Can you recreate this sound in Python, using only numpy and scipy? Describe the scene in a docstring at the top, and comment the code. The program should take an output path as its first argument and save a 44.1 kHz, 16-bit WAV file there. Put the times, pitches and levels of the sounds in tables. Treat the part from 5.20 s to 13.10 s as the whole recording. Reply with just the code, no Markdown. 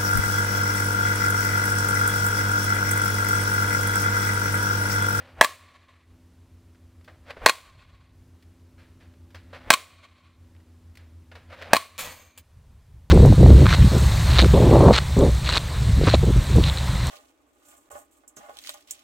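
"""Batting practice on a dirt softball field, with two engines humming far off in a light breeze.
A shoe twists in the grit, the bat swishes, and the ball cracks off it, overloading the microphone.
The level dips for a moment while the ground, low wall and backstop, then the trees, throw the crack back.
Three more swings follow about two seconds apart, each with a stride, a pivot and a crack.
The last ball rattles a wire fence; at 7.21 seconds its ringing stops abruptly and the hum drops."""
import sys
import numpy as np
from scipy import signal
from scipy.fft import rfft, irfft, next_fast_len
from scipy.io import wavfile

SR = 44100
rng = np.random.default_rng(int(sys.argv[2]) if len(sys.argv) > 2 else 0)


def inscribe(sig):
    """Save sig as 16-bit PCM at rate SR to the path in sys.argv[1].

    A 1-D sig is mono; a 2-D sig holds one channel per row.
    Samples are clipped to [-1, 1] before scaling.
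    """
    pcm = np.round(np.clip(np.atleast_2d(sig).T, -1, 1) * 32767)
    wavfile.write(sys.argv[1], SR, pcm.astype(np.int16))


N = 348390
TIME = np.arange(N) / SR
AGE = TIME[:SR]  # the first second in the life of a short sound
TOP_HZ = 15900  # upper edge of the sound
DROP_S = 7.21  # the fence's ringing stops abruptly and the hum drops


def amp(db):
    """Turns decibels into a number to multiply by."""
    return 10 ** (np.asarray(db) / 20)


def unit(x):
    """Scales a sound to an average (rms) level of 1."""
    return x / np.sqrt(np.mean(x ** 2) + 1e-20)


def bump(t, centre, width):
    """A smooth rise and fall of height 1."""
    return np.exp(-((t - centre) / width) ** 2)


def add(mix, s, sound):
    """Lays a sound into the mix, starting at s seconds."""
    part = mix[max(round(s * SR), 0):][:len(sound)]
    part += sound[:len(part)]


def colour(x, spectrum, tilt_db=0):
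    """Shapes the tone by rows of (Hz, dB); the tilt brightens it by so many dB per octave."""
    size = next_fast_len(len(x) + 2048)
    octave = np.log2(np.fft.rfftfreq(size, 1 / SR) + 10)
    hz, db = np.transpose(spectrum)
    gain = amp(np.interp(octave, np.log2(hz), db) + tilt_db * (octave - np.log2(hz).mean()))
    return irfft(rfft(x, size) * gain, size)[:len(x)]


def noise(spectrum, size=N):
    """Smooth noise with the given tone, at level 1."""
    return unit(colour(rng.standard_normal(size), spectrum))


def grains(spectrum, per_s, spread_db, size=N, tilt_db=0):
    """A stream of small clicks of uneven strength, at level 1."""
    clicks = rng.choice([-1, 1], size) * (rng.random(size) < per_s / SR)
    strength = amp(spread_db * np.minimum(rng.exponential(1, size), 4))
    return unit(colour(clicks * strength, spectrum, tilt_db))


def wander(rate_hz):
    """A random drift of about 1 either way, no faster than rate_hz."""
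    t = np.linspace(0, TIME[-1], 2000)
    waves = sum(np.sin(2 * np.pi * (f * t + rng.random())) for f in rate_hz * np.geomspace(.1, 1, 20))
    return np.interp(TIME, t, unit(waves))


def ring(hz, db, t60):
    """The tones of a struck object; t60 is the fade time, the seconds it takes to drop 60 dB."""
    return np.sum(amp(db[:, None] - 60 * AGE / t60[:, None]) * np.sin(2 * np.pi * hz[:, None] * AGE), 0)


# The four hits. Each row: start in seconds, strength in dB, pitch factor, crack, thump and barrel ring
# in dB, backstop echo delay in seconds, then that echo, the swish and the push of air in dB.
HITS = [(0.2108, 1.5, 1.025, 2, -0.5, -4, 0.0340, 0.5, -44.5, -46.5),
        (2.2608, 0, 1.016, 4.5, -2.5, 2.5, 0.0334, 1, -39.5, -33.5),
        (4.5033, 1, 1.0, 6, -5.5, 2, 0.0333, 1.5, -45, -41.5),
        (6.5322, 0.5, 1, 2.5, 1, -1.5, 0.033, -1.5, -41, -53)]
# Echoes off ground and wall. 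Each row: share of the backstop's delay, front sound in dB, rear sound in dB.
NEAR_ECHOES = [(0.134, -17.5, -8.5), (.425, -13, -19), (.745, -22, -3.5)]

def hits(rough_db=-6, rough_t60=.026):
    """Each crack, its slaps off ground, wall and backstop, and the field's answer."""
    out = np.zeros(N)
    for s, db, pitch, crack_db, thump_db, barrel_db, delay, echo_db, *_ in HITS:
        front, rear = amp(db) * bat(pitch, crack_db, thump_db, barrel_db)
        add(out, s, front + amp(db) * field_echo(rear))
        slaps = [(share * delay, amp(front_db) * front + amp(rear_db) * rear)
                 for share, front_db, rear_db in NEAR_ECHOES]
        slaps.append((delay, amp(echo_db + 5) * rear))  # the backstop
        for late, slap in slaps:
            add(out, s + late, slap + amp(rough_db) * scatter(slap, rough_t60))
    return out


# The tones of bat and ball. Each row: pitch in Hz, level in dB to the front (the microphone),
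# level in dB to the rear (the backstop), fade time in seconds.
BAT_TONES = [(256, -9.5, -25, 0.017), (510, 0.5, -16, 0.015), (637, 3.5, -16.5, .017), (878, 2, -24, .016),
             (1043.2, -6, -12.5, 0.049), (1122, -18, -14.5, 0.06), (1630, 2.5, -19.5, 0.018),
             (1897, -3.5, -19.5, 0.033), (2110, -3.5, -16.5, .028), (2373, -10, -13, 0.027),
             (2539, -6.5, -19, 0.023), (2880, -15.5, -19.5, 0.017), (3245, -17.5, -16, 0.015),
             (3840, -15, -20, 0.033), (4170, -10, -18, .034), (4390, -16.5, -19.5, .03),
             (4900, -15, -18.5, 0.003)]
# The crack of contact. Each row: frequency in Hz, level in dB.
CRACK_TONE = [(100, -25.5), (500, -6.5), (1500, 6), (4200, -1.5), (5600, -8), (8300, -4.5), (11000, -12),
              (15500, -10.5)]

def bat(pitch, crack_db, thump_db, barrel_db, vary_db=1.5, crack_t60=0.029, contact_s=0.00052):
    """Bat meets ball, heard from front and rear; the spot struck sets how low and high tones ring."""
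    hz, front_db, rear_db, t60 = np.transpose(BAT_TONES)
    spot_db = vary_db * rng.standard_normal(len(hz)) + thump_db * (hz < 750) + barrel_db * (hz > 1800)
    sign = -(-1) ** np.arange(len(hz))  # neighbouring tones start in opposite directions
    squeeze = 1 - np.exp(-AGE / contact_s)  # the ball flattens against the barrel
    crack = noise(CRACK_TONE, size=SR) * amp(crack_db - 60 * AGE / crack_t60)
    front = ring(sign * hz * pitch, front_db + spot_db, t60) + amp(-7.5) * crack
    rear = ring(sign * hz * pitch, rear_db + spot_db, t60) + amp(-14) * crack
    return squeeze * np.array([front, rear])


def scatter(sound, t60):
    """Many tiny reflections smear a sound."""
    taps = rng.standard_normal(SR) * amp(-60 * AGE / t60)
    return signal.fftconvolve(sound, taps / np.linalg.norm(taps))[:SR]


# The field's wash of echoes. Each row: frequency in Hz, level in dB.
FIELD_TONE = [(150, -21.5), (400, -10), (640, 0), (850, -8.5), (980, -5), (1090, 6), (1300, -5), (1650, -6),
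              (2200, -1), (2800, -5), (4200, -4.5), (5300, -12.5), (8500, -10.5), (12000, -19),
              (15500, -18.5)]

def field_echo(sound, near_db=-17, near_t60=.34, build_s=0.02, ring_share=0.33):
    """Ground and fences return a short wash that keeps some of the bat's ring; the trees follow."""
    ringing = unit(signal.fftconvolve(rng.standard_normal(SR), sound)[:SR])
    patter = grains(FIELD_TONE, per_s=9000, spread_db=2, size=SR)
    wash = np.sqrt(ring_share) * ringing + np.sqrt(1 - ring_share) * patter
    build = 1 - bump(AGE, 0, build_s)
    return amp(near_db - 60 * AGE / near_t60) * build * wash + tree_echo(wash)


# How the trees dull an echo. Each row: frequency in Hz, change in dB.
TREE_TONE = [(200, 1.5), (1100, 2.5), (2200, 2.5), (4400, -1), (5200, -4), (9000, -10.5), (14000, -14.5)]
# Lines of trees that stand out. Each row: seconds after the hit, level in dB next to the murmur.
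TREE_LINES = [(.345, 3), (.485, -3.5), (.61, -13)]

def tree_echo(wash, level_db=-52, patchy_db=2, first_s=0.16, rise_s=0.064, last_s=0.62, smear_s=0.024):
    """The trees answer late and dull: a slowly fading murmur, and a swell from each line of trees."""
    # beyond the farthest trees the echoes die fast
    fade_db = 19.5 * (AGE - first_s) + 170 * np.maximum(AGE - last_s, 0)
    murmur = np.clip((AGE - first_s) / rise_s, 0, 1) * amp(-fade_db)
    line_power = sum((amp(db) * bump(AGE, s, smear_s)) ** 2 for s, db in TREE_LINES)
    strength = np.sqrt(murmur ** 2 + line_power) * amp(level_db + patchy_db * wander(40.4)[:SR])
    return strength * unit(colour(wash, TREE_TONE))


# Blows on the fence. Each row: start in seconds, level in dB, fade time in seconds,
# wire ring in dB next to the rattle, brightness in dB per octave.
FENCE_BLOWS = [(6.78, -23.5, 0.3, -16, 1), (6.789, -29.5, 0.2, -10, 0), (6.825, -35.5, 0.53, -1, -1),
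               (6.885, -42.5, 0.57, -18, -1), (6.936, -45, 0.41, 0, 6), (7.176, -38, .07, -35, 2.5)]
# The wire's lasting tones. Each row: pitch in Hz, level in dB, fade time in seconds.
WIRE_TONES = [(545, -32, .4), (1940, -6, .2), (2360, -16, 1), (2450, -10, 0.27), (4312, -13, .2),
              (4436, -8, .3), (6480, -0.5, 0.58), (6570, 2, 0.39), (8400, -10, 0.37), (9200, -3, 0.11),
              (12530, -3, .3), (13000, 0, .3)]
# The rattling mesh. Each row: frequency in Hz, level in dB.
RATTLE_TONE = [(150, -10.5), (330, -13), (410, -22), (520, -4.5), (920, -8.5), (1150, -2.5), (1450, -7.5),
               (2400, -4.5), (5000, -9.5), (6000, -16), (7000, -7), (10500, -15.5), (15500, -11.5)]

def fence(clump_db=1, links_db=-1, link_t60=0.059, link_count=90):
    """The mesh chatters against its posts; each blow jangles many links and a few longer-ringing wires."""
    out, wires = np.zeros(N), ring(*np.transpose(WIRE_TONES))
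    t = AGE[:SR // 8]
    for s, db, t60, ring_db, bright_db in FENCE_BLOWS:
        rattle = grains(RATTLE_TONE, per_s=3000, spread_db=3.7, size=SR, tilt_db=bright_db)
        rattle *= amp(db - 60 * AGE / t60)
        link_hz = rng.uniform(502, TOP_HZ, (link_count, 1))
        links = np.sin(2 * np.pi * link_hz * t).sum(0) * amp(-60 * t / link_t60)
        add(out, s, rattle)
        for tones, tones_db in ((links, links_db), (wires, ring_db)):
            add(out, s, amp(tones_db) * signal.fftconvolve(rattle, tones / np.linalg.norm(tones))[:SR])
    abrupt_stop = np.clip((DROP_S - TIME) / 0.015 + 1, 0, 1)
    return out * amp(clump_db * wander(50)) * abrupt_stop


# The bat's swish and its low push of air. Each row: frequency in Hz, level in dB.
SWISH_TONE = [(60, -1.5), (350, -8), (600, -0.5), (1200, -4), (2500, -10), (5000, -30), (15000, -43.5)]
PUSH_TONE = [(20, -19), (42, -9.5), (68, 0), (105, -12.5), (250, -29.5), (1000, -60)]

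def swings(rise_s=.022, fall_s=.012, lead_s=0.02, push_power=1.6):
    """Air rushes round the bat as it speeds up to the ball; the low push grows faster than the swish."""
    out, swish, push = np.zeros(N), noise(SWISH_TONE), noise(PUSH_TONE)
    for s, *_, swish_db, push_db in HITS:
        before, after = np.maximum(s - lead_s - TIME, 0), np.maximum(TIME - s, 0)
        speed = np.exp(-before / rise_s - after / fall_s)
        out += speed * amp(swish_db) * swish + speed ** push_power * amp(push_db) * push
    return out


# The front foot's strides. Each row: start in seconds, level in dB and brightness in dB per octave
# for the toe, then the same three for the sole.
STRIDES = [(1.843, -58, 7, 1.877, -46, -1.5), (4.104, -60, 4.5, 4.145, -44.5, 2.5),
           (6.115, -45, 0, 6.152, -46, 1.5)]
# Short scuffs. Each row: start in seconds, level in dB, length in seconds, brightness in dB per octave.
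SCUFFS = [(2.167, -38.5, 0.0093, -6.5), (2.216, -42, .012, -4), (3.224, -59, .0067, 7),
          (4.329, -40, 0.01202, -1.5), (5.753, -55, 0.0071, 7.5), (5.772, -48, 0.0053, 7),
          (6.304, -45.5, 0.0062, -1), (6.423, -35, 0.0033, 1.5)]
# Shifting weight between pitches. Each row: start in seconds, level in dB, length in seconds.
SHUFFLES = [(3.576, -59, 0.077), (3.8, -60, 0.06), (5.778, -61, 0.067)]

def feet(boost_db=3, toe_length=0.0098, sole_length=0.017, settle_db=-12.5, settle_length=.07):
    """Toe, then sole, lands on the grit and the weight settles after each; shoes also scuff and shuffle."""
    out = np.zeros(N)
    for stride in STRIDES:
        for (s, db, bright_db), length in ((stride[:3], toe_length), (stride[3:], sole_length)):
            add(out, s, crunch(db, length, bright_db))
            add(out, s, crunch(db + settle_db, settle_length, bright_db))
    for s, db, length, bright_db in SCUFFS:
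        add(out, s, crunch(db, length, bright_db))
    for s, db, length in SHUFFLES:
        add(out, s, crunch(db, length, bright_db=2))
    return amp(boost_db) * out


# Grit under a shoe. Each row: frequency in Hz, level in dB.
GRIT_TONE = [(150, -23.5), (380, -12.5), (530, 6.5), (800, -2), (1800, 0), (3000, -7.5), (4500, -13),
             (6500, -26), (11000, -34.5), (15500, -37)]

def crunch(db, length, bright_db):
    """A shoe presses quickly into the grit and eases off."""
    press = (1 - np.exp(-10 * AGE / length)) * np.exp(-AGE / length)
    return amp(db) * press * grains(GRIT_TONE, per_s=10000, spread_db=2.5, size=SR, tilt_db=bright_db)


# Twists of the back foot. Each row: time of the bite in seconds, level in dB, slide in dB next to the bite.
PIVOTS = [(0.0, -47, -10), (2.108, -42.5, -12), (4.35, -45.5, -9.5), (6.337, -45, -10.5),
          (6.415, -44, -5.5)]

def pivots(boost_db=0.5, clump_db=2, rise_s=0.022, fall_s=0.036, slide_s=0.13, stop_s=.02):
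    """The back shoe grinds round: pressure builds to a bite, then sinks to a lighter slide."""
    pressure = np.zeros(N)
    for s, db, slide_db in PIVOTS:
        before, after = np.maximum(s - TIME, 0), np.maximum(TIME - s, 0)
        slide = amp(slide_db) * np.exp(-np.maximum(after - slide_s, 0) / stop_s)
        pressure += amp(db) * np.exp(-before / rise_s) * np.maximum(np.exp(-after / fall_s), slide)
    grinding = grains(GRIT_TONE, per_s=6000, spread_db=3.5)
    return pressure * amp(boost_db + clump_db * wander(45)) * grinding


def crumbs(count=9, level_db=-58, spread_db=2):
    """Now and then a crumb of grit cracks underfoot."""
    out = np.zeros(N)
    for s, size in rng.uniform((0, -1), (DROP_S, 1), (count, 2)):
        add(out, s, crunch(level_db + spread_db * size, length=.004, bright_db=3))
    return out


# The nearer engine's speed. Each row: time in seconds, speed in Hz.
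ENGINE_SPEED = [(0, 84.02), (4.4, 84.33), (5.4, 81.5), (7.9, 82.95)]
# The notes of the two engines. Each row: multiple of that engine's speed, level in dB.
NEAR_NOTES = [(1, 0.5), (2, -23.5), (3, -6), (4, -12.5), (5, -25), (6.5, -27), (7, -24)]
FAR_NOTES = [(1, 1), (2, -15), (2.999, -17.5), (3.4, -18), (4.4, -20.5)]
# The dull drone under them. Each row: frequency in Hz, level in dB.
DRONE_TONE = [(30, -20.5), (60, -3.5), (85, 6.5), (120, -8), (200, -8), (300, -10.5), (420, -19),
              (700, -29), (2000, -54)]

def engines(level_db=-59, far_ratio=1.08, waver=0.0015, flutter_db=1.03, throb_db=2, drop_db=-18):
    """Two distant engines at slightly different speeds beat against each other; the bass throbs most."""
    out = amp(-3) * noise(DRONE_TONE)
    speed_hz = np.interp(TIME, *np.transpose(ENGINE_SPEED))
    swell_db = 3.5 * bump(TIME, centre=4.3, width=0.62)
    bass_swell_db = 4.5 * bump(TIME, centre=6.1, width=1)
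    for ratio, notes in ((1, NEAR_NOTES), (far_ratio, FAR_NOTES)):
        turns = np.cumsum(ratio * speed_hz * (1 + waver * wander(5.1))) / SR
        for multiple, db in notes:
            note_db = db + flutter_db * wander(7.6)
            note_db += (bass_swell_db + throb_db * wander(10)) / multiple ** 2
            out += np.sqrt(2) * amp(note_db) * np.sin(2 * np.pi * (multiple * turns + rng.random()))
    dropped = np.clip((TIME - DROP_S) / .04, 0, 1)
    return out * amp(level_db + swell_db + drop_db * dropped)


# The open air's hiss and the breeze's rumble. Each row: frequency in Hz, level in dB.
HISS_TONE = [(240, -30.5), (400, -0.5), (459, 1.5), (761, -2), (1050, -1.5), (1200, -4), (6280, -14),
             (10600, -17), (11800, -21), (12900, -17.5), (15500, -23.5)]
BREEZE_TONE = [(20, -18.5), (45, -9), (70, 0.5), (140, -5.5), (220, -22.5), (400, -34), (1500, -57)]
# Gusts on the microphone. 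Each row: time of the peak in seconds, half its width in seconds, level in dB.
GUSTS = [(2.7, 0.26, -49), (7.48, .16, -51.5), (7.84, 0.15, -50.5)]

def air(hiss_db=-68.5, breeze_db=-63, lumpy_db=2):
    """Faint steady open-air hiss and a lumpy breeze with a few gusts."""
    hiss = amp(hiss_db) * noise(HISS_TONE)
    wind = amp(breeze_db) + sum(amp(db) * bump(TIME, s, width) for s, width, db in GUSTS)
    return hiss + wind * amp(lumpy_db * wander(6.1)) * noise(BREEZE_TONE)


# How much left and right differ. Each row: frequency in Hz, level in dB next to the sound they share.
STEREO_WIDTH = [(100, -33.5), (500, -44.5), (1200, -40.5), (2500, -26.5), (4500, -11.5), (8000, -5.5),
                (14000, -5)]

def scene(drift_hz=13):
    """Everything lies ahead; the treble differs between two close microphones in an ever-changing way."""
    mid = hits() + swings() + feet() + pivots() + crumbs() + fence() + engines() + air()
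    paths = rng.standard_normal((2, 1024)) * amp(-60 * AGE[:1024] / .03)
    smear_a, smear_b = (signal.oaconvolve(mid, path / np.linalg.norm(path))[:N] for path in paths)
    turn = 2 * np.pi * drift_hz * TIME
    side = colour(smear_a * np.cos(turn) + smear_b * np.sin(turn), STEREO_WIDTH)
    return np.array([mid + side, mid - side])


def record(dry, loud_db=-15, hold_db=7, hold_s=0.642, dip_db=5, dip_s=0.13, lag_s=0.021, ceiling=0.97):
    """An automatic volume control dips after a loud sound and holds low; the first peaks still clip."""
    power = signal.lfilter(np.ones(64) / 64, 1, (dry ** 2).mean(0))
    loud = 10 * np.log10(power + 1e-12) >= loud_db
    since_loud = TIME - np.maximum.accumulate(np.where(loud, TIME, -10))
    cut_db = hold_db * np.clip((hold_s - since_loud) / 0.071, 0, 1) + dip_db * np.exp(-since_loud / dip_s)
    keep = np.exp(-1 / (lag_s * SR))
    late_cut_db = signal.lfilter([1 - keep], [1, -keep], cut_db)
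    clipped = np.clip(dry * amp(-late_cut_db), -ceiling, ceiling)
    treble_limit = signal.firwin(255, TOP_HZ, window=("kaiser", 8), fs=SR)
    return signal.oaconvolve(clipped, treble_limit[None], "same")


dry = scene()
out = record(dry)
inscribe(out)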